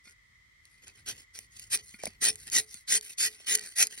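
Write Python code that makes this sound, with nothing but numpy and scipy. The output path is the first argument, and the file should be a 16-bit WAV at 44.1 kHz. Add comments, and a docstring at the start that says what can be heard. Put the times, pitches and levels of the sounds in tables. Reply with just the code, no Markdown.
"""At a tree trunk on a quiet night, close up: a hooked steel blade shaves off the bark.
Each cut is a dense run of tearing fibres that rings in blade and wood; between cuts the blade slides
back lightly. Splinters snap, shavings tick, the edge squeaks, and the blade knocks on the trunk or
rings at a light touch. Behind it lie a low handling rumble and a faint, steady hiss near 2 kHz."""
import sys
import numpy as np
from scipy import signal
from scipy.fft import rfft, irfft, next_fast_len
from scipy.io import wavfile
from scipy.ndimage import map_coordinates

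SR = 44100
rng = np.random.default_rng(int(sys.argv[2]) if len(sys.argv) > 2 else 0)


def wav_record(signal):
    """Record a signal, one row per channel, as 16-bit PCM in the file named by sys.argv[1]."""
    frames = np.transpose(np.atleast_2d(signal))
    bounded = np.clip(frames, -1, 1)
    # unit amplitude maps onto the largest positive 16-bit level
    quanta = np.round(bounded * 32767).astype(np.int16)
    wavfile.write(sys.argv[1], SR, quanta)


N = 176400
TIME = np.arange(N) / SR
FFT_SIZE = next_fast_len(N + SR // 2, real=True)
HZ = np.maximum(np.fft.rfftfreq(FFT_SIZE, 1 / SR), 1)

# The cutting strokes. Each row: start, hardest point and end in seconds, level in dB, swell in dB,
# brightness in dB per octave, send to the wood in dB, send to the blade ring in dB, chip pitch in Hz.
CUT_STROKES = [ (1.062, 1.097, 1.128, -35, 13, -2.5, -18, -37, 3400),
               (1.337, 1.364, 1.382, -45.5, 18, -1, -20.5, -22.5, 5150),
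               (1.7, 1.741, 1.757, -22.5, 33, -0.2, -27.5, -32.5, 8900),
               (2.216, 2.265, 2.302, -22.5, 9, -0.9, -22, -29.5, 9100),
               (2.518, 2.57, 2.598, -22, 16, -0.3, -23.5, -28.5, 7100),
               (2.878, 2.938, 2.978, -21.5, 17, -0.5, -28.5, -31, 7000),
               (3.182, 3.237, 3.283, -25, 11, -0.4, -30.5, -30.5, 6700),
               (3.469, 3.524, 3.555, -25, 10, -0.4, -27, -22.5, 6500),
               (3.759, 3.814, 3.836, -21, 19.5, 1, -30, -32, 6350)]
# Light slides over the cut face. Each row: start, hardest point and end in seconds, level in dB,
# swell in dB, brightness in dB per octave.
SLIDE_STROKES = [ (0.041, 0.088, .125, -56.5, 7, -1), (0.635, 0.71, .81, -65.5, 4.5, -2),
                 (0.82, 0.841, .868, -56.5, 7, -3), (0.868, 0.881, .912, -50, 1, -4),
                 (0.934, 0.984, 1.03, -60.5, 12, -3), (1.128, 1.181, 1.235, -52.5, 5, -2),
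                 (1.379, 1.403, 1.46, -52.5, 2, -0.5), (1.511, 1.604, 1.685, -50, 16.5, 0.5),
                 (1.773, 1.79, 1.82, -51, 4, -3.5), (1.828, 1.917, 1.975, -56, 6, 2.5),
                 (1.992, 2.062, 2.08, -46, 5.5, -2.5), (2.095, 2.11, 2.165, -57.5, 1, -4.5),
                 (2.307, 2.328, 2.345, -47, 11, 1.5), (2.354, 2.435, 2.455, -50, 17, 1.5),
                 (2.468, 2.47, 2.48, -43.5, -2, -1), (2.587, 2.608, 2.645, -40, 4.5, 2),
                 (2.665, 2.744, 2.83, -48, 13, 2), (3.026, 3.057, 3.135, -47, 0, 1.5),
                 (3.275, 3.329, 3.375, -50, 8, -0.5), (3.382, 3.425, 3.455, -52.5, 6.5, -2),
                 (3.568, 3.58, 3.63, -46.5, 0.5, -4), (3.627, 3.649, 3.675, -40.5, 4.5, -1),
                 (3.684, 3.702, 3.74, -50.5, 0, 0.5), (3.843, 3.863, 3.875, -45.5, -0.5, -1.5),
                 (3.898, 3.928, 3.952, -42, 13, -0.5), (3.966, 3.998, 4.0, -44.5, 7.5, -0.5)]
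# Splinters snapping and shavings ticking. Each row: time in seconds, strength in dB.
SNAPS = [(0.11, -53), (0.654, -45), (0.881, -42), (1.088, -28), (1.352, -39), (1.3894, -29.5), (1.596, -32),
         (1.774, -28.5), (2.036, -32), (2.0561, -23), (2.074, -32), (2.243, -15.5), (2.252, -13),
         (2.259, -18), (2.357, -34.5), (2.472, -37.5), (2.5, -34), (2.584, -14), (2.743, -34), (2.988, -41),
         (3.011, -30), (3.5519, -9), (3.575, -29), (3.594, -29.5), (3.613, -37), (3.662, -38),
         (3.805, -17.5), (3.827, -8.5), (3.853, -35), (3.870, -23)]
# The blade bumps the trunk. Each row: time in seconds, then hollow knock, deep thud and clink in dB.
BUMPS = [(.07, -80, -60, -64), (1.3895, -50, -57, -46), (1.943, -59, -46, -37), (2.037, -25, -43, -51),
         (2.055, -37, -45, -59), (2.068, -28.5, -54, -30), (2.076, -38.5, -37.5, -38),
         (2.47, -68, -53.5, -62), (2.747, -86, -52.5, -51), (3.403, -53, -76, -61)]
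# Brief tones inside the scrape: edge squeaks and one low note of the wood.
# Each row: centre and half length in seconds, pitch in Hz, level in dB.
SCRAPE_TONES = [(2.007, .014, 2330, -51), (3.514, 0.02, 1937, -34.5), (3.797, 0.023, 1933, -36.5),
                (3.817, 0.018, 2586, -29.5), (3.935, 0.008, 1855, -51.5), (3.81, 0.026, 710, -46)]
# Light touches that leave the blade free to ring. Each row: time in seconds, level in dB.
LIGHT_TOUCHES = [(.056, -57.5), (.075, -51.5), (1.944, -50), (2.744, -53.5)]
# Modes of the free blade. Each row: pitch in Hz, relative level in dB, seconds to fall by 60 dB.
FREE_BLADE_MODES = [(1438, -9, 0.16), (2146, -2, 0.074), (2435, -2, 0.081), (3560, -2.5, 0.035),
                    (4360, 1.5, 0.057), (9590, -18, 0.057)]
# Resonances of the blade, damped by the bark. Each row: centre in Hz, width in Hz, lift in dB.
DAMPED_BLADE_PEAKS = [(1560, 174, 4.5), (1931, 145, 9.5), (2477, 50, 3), (3073, 190, 9.5), (4470, 200, 8.5),
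                      (5910, 220, 3), (6860, 240, 6.5), (8500, 100, 3), (9630, 67, 6)]
# The colour of tearing bark. Each row: frequency in Hz, level in dB.
BARK_EQ = [(300, -62), (1120, -24.5), (1500, -13), (2300, -6), (3000, -6.5), (3700, -6), (4100, -5),
           (5200, -2), (6400, -2), (7600, -2.5), (8700, 1), (10000, -2.5), (11400, -6), (12900, -20),
           (15600, -18.5)]
# The colour of the wood under the blade. Each row: frequency in Hz, level in dB.
WOOD_EQ = [(30, -47), (90, -6), (190, -1), (290, 5), (450, 4), (600, -5.5), (770, 0), (1050, -13.5),
           (2000, -14.5), (6000, -85)]
# Phase between the two microphone ports. Each row: frequency in Hz, lead of the left in radians.
LEFT_LEAD = [(100, 0), (420, -.8), (850, -2.0), (1200, -.4), (1900, -.1), (2400, .4), (2850, 2.8),
             (3450, 2.7), (3800, .5), (4400, 1.3), (5000, .6), (6000, 1.6), (7050, 3.1), (7700, 3.2),
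             (9000, 4.8), (10000, 6.2), (11300, 6.4), (12000, 7.2), (12700, 9.3), (14300, 9.5),
             (15300, 12.4)]
# Stereo balance. Each row: frequency in Hz, left minus right in dB.
LEFT_BALANCE = [(100, 0), (480, -6), (900, -1.5), (1800, 1.5), (3100, -0.5), (4600, -5), (5800, 0.35)]
# Stereo width of the scrape: the sound that is unlike in left and right.
# Each row: frequency in Hz, level against the direct sound in dB.
SCRAPE_WIDTH = [(300, -14), (1150, -4), (1550, -14), (2000, -11), (2550, -2), (3000, -14), (3700, -2),
                (4200, -9), (6500, -12), (7300, -50), (8100, -11), (9400, -10), (10000, -26), (10900, -24),
                (12000, -4), (13600, -21), (15000, -8)]
# The fader ride of the handling rumble. Each row: time in seconds, level in dB.
RUMBLE_FADER = [(0, -74.5), (.7, -73.5), (1.05, -65), (1.13, -61.5), (1.25, -74.5), (1.75, -63.5),
                (2.0, -71), (2.1, -65), (2.3, -60.5), (2.6, -68), (3.1, -87), (4, -92)]
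# The colour of that rumble. Each row: frequency in Hz, level in dB.
RUMBLE_EQ = [(22, -19), (50, 5), (110, 2.5), (250, -12.5), (800, -32.5)]
# The colour of the night air. Each row: frequency in Hz, level in dB.
NIGHT_EQ = [(22, -20), (45, 1), (100, -1.5), (200, -13.5), (450, -15), (750, -16.5), (1250, -9),
            (1600, -19), (1850, -3), (2030, 8.5), (2300, -10), (2800, -20.5), (3150, -10), (3500, -14.5),
            (7000, -19.5), (10000, -24.5), (15500, -43)]
# The width of the night air. Each row: frequency in Hz, left-right likeness from -1 to 1.
NIGHT_CORRELATION = [(60, 1), (180, -0.34), (550, -1.5), (1650, 0.018), (5000, -0.11), (15000, -0.6)]


def cuts():
    """Fibres tear under the edge, driving the bark, the wood and, late in the cut, the blade's bend."""
    fibres = grains(per_s=22000, spread_db=1.72, chatter_db=1.5)
    bark = wood = bend = 0
    for start, hardest, end, db, swell_db, tilt_db, wood_db, ring_db, chip_hz in CUT_STROKES:
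        push = pressure(start, hardest, end, db, swell_db)
        tearing = fibres * push
        bark += brighten(curling_chip(tearing, chip_hz), start, end, tilt_db)
        wood += tearing * from_db(wood_db)
        depth = np.clip((TIME - start) / (hardest - start), 0, 1)
        bend += push * from_db(ring_db) * depth ** 2
    return bark, wood, bend


def grains(per_s, spread_db, chatter_db):
    """Tiny fractures of uneven size, bunched as the edge sticks and slips."""
    sizes = from_db(spread_db * np.minimum(rng.exponential(1, N), 4)) * rng.choice([-1, 1], N)
    breaks = rng.random(N) < per_s / SR
    chatter = from_db(chatter_db * drift(per_s=300))
    return unit_power(sizes * breaks * chatter)


def pressure(start, hardest, end, level_db, swell_db, bite_db_per_s=2697, release_db_per_s=1300):
    """The edge bites, swells to its hardest point, eases and lets go."""
    arch = ((np.clip(TIME, start, end) - hardest) / max(hardest - start, .005)) ** 2
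    fade_db = bite_db_per_s * np.maximum(start - TIME, 0) + release_db_per_s * np.maximum(TIME - end, 0)
    return from_db(np.maximum(level_db - swell_db * arch - fade_db, -200))


def curling_chip(tearing, hz, width_hz=420, send_db=1):
    """The curling chip adds one broad resonance to the tearing."""
    band = signal.iirpeak(hz, hz / width_hz, fs=SR)
    return tearing + from_db(send_db) * signal.lfilter(*band, tearing)


def brighten(stroke, start, end, tilt_db, pivot_hz=5430):
    """A tilt EQ, flat below 1 kHz, makes one stroke brighter or duller."""
    first, last = max(int((start - .05) * SR), 0), min(int((end + .05) * SR), N)
    octaves = np.log2(np.maximum(np.fft.rfftfreq(last - first, 1 / SR), 1000) / pivot_hz)
    tilted = irfft(rfft(stroke[first:last]) * from_db(tilt_db * octaves), last - first)
    return np.pad(tilted, (first, N - last))


def moving_contact(scrape, depth_db=5, width_hz=210, life_s=.045):
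    """Narrow resonances swell and fade as the contact travels along edge and chip."""
    hz, times, spectra = signal.stft(scrape, SR, nperseg=512, noverlap=384)
    grid = np.meshgrid(hz / width_hz, times / life_s, indexing="ij")
    ripple = map_coordinates(rng.standard_normal((400, 400)), grid, order=3, mode="mirror")
    rippled = spectra * unit_power(from_db(depth_db * ripple))
    return signal.istft(rippled, SR, nperseg=512, noverlap=384)[1][:N]


def steel_body(narrowest_hz=130):
    """The rasp of bark, lifted at the resonances of the damped blade."""
    peaks_db = sum(lift_db / (1 + (2 * (HZ - hz) / max(width, narrowest_hz)) ** 2)
                   for hz, width, lift_db in DAMPED_BLADE_PEAKS)
    return minimum_phase(curve(BARK_EQ) + peaks_db)


def trunk_body(tail_t60_s=0.16, tail_db=-7):
    """The wood answers low, with a dense, dying cloud of reflections."""
    tail = rng.standard_normal(N) * from_db(-60 * np.minimum(TIME / tail_t60_s, 3))
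    return minimum_phase(curve(WOOD_EQ)) * (1 + from_db(tail_db) * unit_power(rfft(tail, FFT_SIZE)))


def scraping(steel, trunk, slide_wood_db=-23):
    """Cuts, slides and snaps sound through blade and trunk; also returns the force bending the blade."""
    bark, wood, bend = cuts()
    sliding = slides()
    rasp = through(moving_contact(bark + sliding) + splinters(), steel)
    body = through(wood + from_db(slide_wood_db) * sliding, trunk)
    return rasp + body, bend


def slides():
    """The blade rides lightly over the rough face."""
    grit = grains(per_s=3500, spread_db=2, chatter_db=3)
    return sum(brighten(grit * pressure(start, hardest, end, db, swell_db), start, end, tilt_db)
               for start, hardest, end, db, swell_db, tilt_db in SLIDE_STROKES)


def splinters(tick_db=-38, tick_decay_s=0.00046, db_per_doubling=12.5, low_cut_hz=3900):
    """Each snap is a bright crack that crumbles away; those bigger than a tick take longer to break."""
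    out, age = np.zeros(N + SR), TIME[:SR // 50]
    for start, db in SNAPS:
        at = int(start * SR)
        stretch = 2 ** (max(db - tick_db, 0) / db_per_doubling)
        crack = rng.choice([-1, 1], len(age)) * np.exp(-age / (tick_decay_s * stretch))
        crack[0] *= from_db(3.5)  # the first break stands out
        out[at:at + len(age)] += from_db(db + 1) * 2 / np.sqrt(stretch) * crack
    return signal.sosfilt(signal.butter(1, low_cut_hz, "high", fs=SR, output="sos"), out[:N] + 1e-18)


def knocks(modes_hz=(634, 213, 2264), t60s_s=(0.01, 0.038, 0.0058), contact_s=0.00082):
    """Soft bumps ring two damped modes of the trunk and one of the steel: knock, thud and clink."""
    out, age = np.zeros(N + SR), TIME[:SR // 10]
    attack = np.minimum(age / contact_s, 1)
    ringing_s = np.maximum(age - 2 * contact_s, 0)
    for start, *levels in BUMPS:
        at = int(start * SR)
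        for db, hz, t60 in zip(levels, modes_hz, t60s_s):
            envelope = attack * from_db(db - 60 * ringing_s / t60)
            out[at:at + len(age)] += envelope * np.sin(2 * np.pi * hz * age)
    return out[:N]


def blade_ring(bend, hz=430, t60_s=0.22):
    """The blade's lowest bending mode builds up during a cut and rings on after it."""
    feedback = from_db(-60 / (t60_s * SR))
    envelope = 2 * signal.lfilter([1 - feedback], [1, -feedback], bend)
    return envelope * np.sin(2 * np.pi * hz * TIME + 0.11 * drift(per_s=30))


def scrape_tones():
    """Brief, unsteady tones: squeaks as the edge sticks and slips, and one low note of the wood."""
    out, wander_rad = np.zeros(N), drift(per_s=300)
    for centre, half_s, hz, db in SCRAPE_TONES:
        swell = np.exp(-np.minimum(((TIME - centre) / half_s) ** 2, 20))
        out += np.sqrt(2) * from_db(db) * swell * np.sin(2 * np.pi * hz * TIME + wander_rad)
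    return out


def touches():
    """A light touch rings the free blade, each mode with a chance strength of its own."""
    out, age = np.zeros(N + SR), TIME[:SR // 2]
    for start, db in LIGHT_TOUCHES:
        at = int(start * SR)
        for hz, mode_db, t60 in FREE_BLADE_MODES:
            envelope = from_db(db + mode_db + rng.normal(0, 2.5) - 60 * age / t60)
            out[at:at + len(age)] += envelope * np.sin(2 * np.pi * hz * age)
    return out[:N]


def microphone_ports(direct, side):
    """Two ports hear the direct sound with different phase; an unrelated side layer adds width."""
    width, balance = from_db(curve(SCRAPE_WIDTH)), from_db(curve(LEFT_BALANCE))
    even_power = np.sqrt(2 / (1 + width ** 2) / (1 + balance ** 2))
    pair = even_power * np.array([balance, np.exp(-1j * curve(LEFT_LEAD))])
    return through(direct, pair) + through(side, pair * width * [[1], [-1]])


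def handling_rumble(noise):
    """A low handling rumble rises and falls close to the microphone."""
    fader = from_db(np.interp(TIME, *np.transpose(RUMBLE_FADER)))
    return fader * through(noise, unit_power(from_db(curve(RUMBLE_EQ))))


def night_air(mid_noise, side_noise, level_db=-63):
    """A steady bed of far hiss whose stereo width varies with frequency."""
    alike = np.clip(curve(NIGHT_CORRELATION), -1, 1)
    colour = unit_power(from_db(curve(NIGHT_EQ)))
    mid = through(mid_noise, colour * np.sqrt((1 + alike) / 2))
    side = through(side_noise, colour * np.sqrt((1 - alike) / 2))
    return from_db(level_db) * (mid + side * [[1], [-1]])


def from_db(db):
    """Decibels to gain."""
    return 10 ** (np.asarray(db) / 20)


def unit_power(x):
    """Scale to an RMS of one."""
    return x / np.sqrt(np.mean(np.abs(x) ** 2) + 1e-20)


def curve(points):
    """Draw a table as a curve over log frequency."""
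    hz, value = np.transpose(points)
    return np.interp(np.log(HZ), np.log(hz), value)


def minimum_phase(db):
    """Turn an EQ curve into a unit-power response with no pre-ring."""
    cepstrum = irfft(np.log(from_db(db)), FFT_SIZE)
    cepstrum[1:FFT_SIZE // 2] *= 2
    cepstrum[FFT_SIZE // 2 + 1:] = 0
    return unit_power(np.exp(rfft(cepstrum)))


def through(x, response):
    """Filter by a frequency response."""
    return irfft(rfft(x, FFT_SIZE) * response, FFT_SIZE)[..., :N]


def drift(per_s):
    """A modulator of spread one that glides between random values."""
    knots = rng.standard_normal(N // 20)
    return 1.22 * np.interp(TIME * per_s, np.arange(len(knots)), knots)


def scene():
    """The scrape, widened in stereo, with knocks and ringing, over the night bed."""
    steel, trunk = steel_body(), trunk_body()
    scrape, bend = scraping(steel, trunk)
    side_scrape, _ = scraping(steel, trunk)  # the same strokes with unrelated grains
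    direct = scrape + knocks() + blade_ring(bend) + scrape_tones() + touches()
    mid, side, low = rng.standard_normal((3, N))
    return microphone_ports(direct, side_scrape) + handling_rumble(low) + night_air(mid, side)


def record(dry):
    """A steep high cut takes off the very top."""
    cutoff_hz = 15950
    return through(dry, 1 / np.sqrt(1 + (HZ / cutoff_hz) ** 200))


dry = scene()
out = record(dry)
wav_record(out)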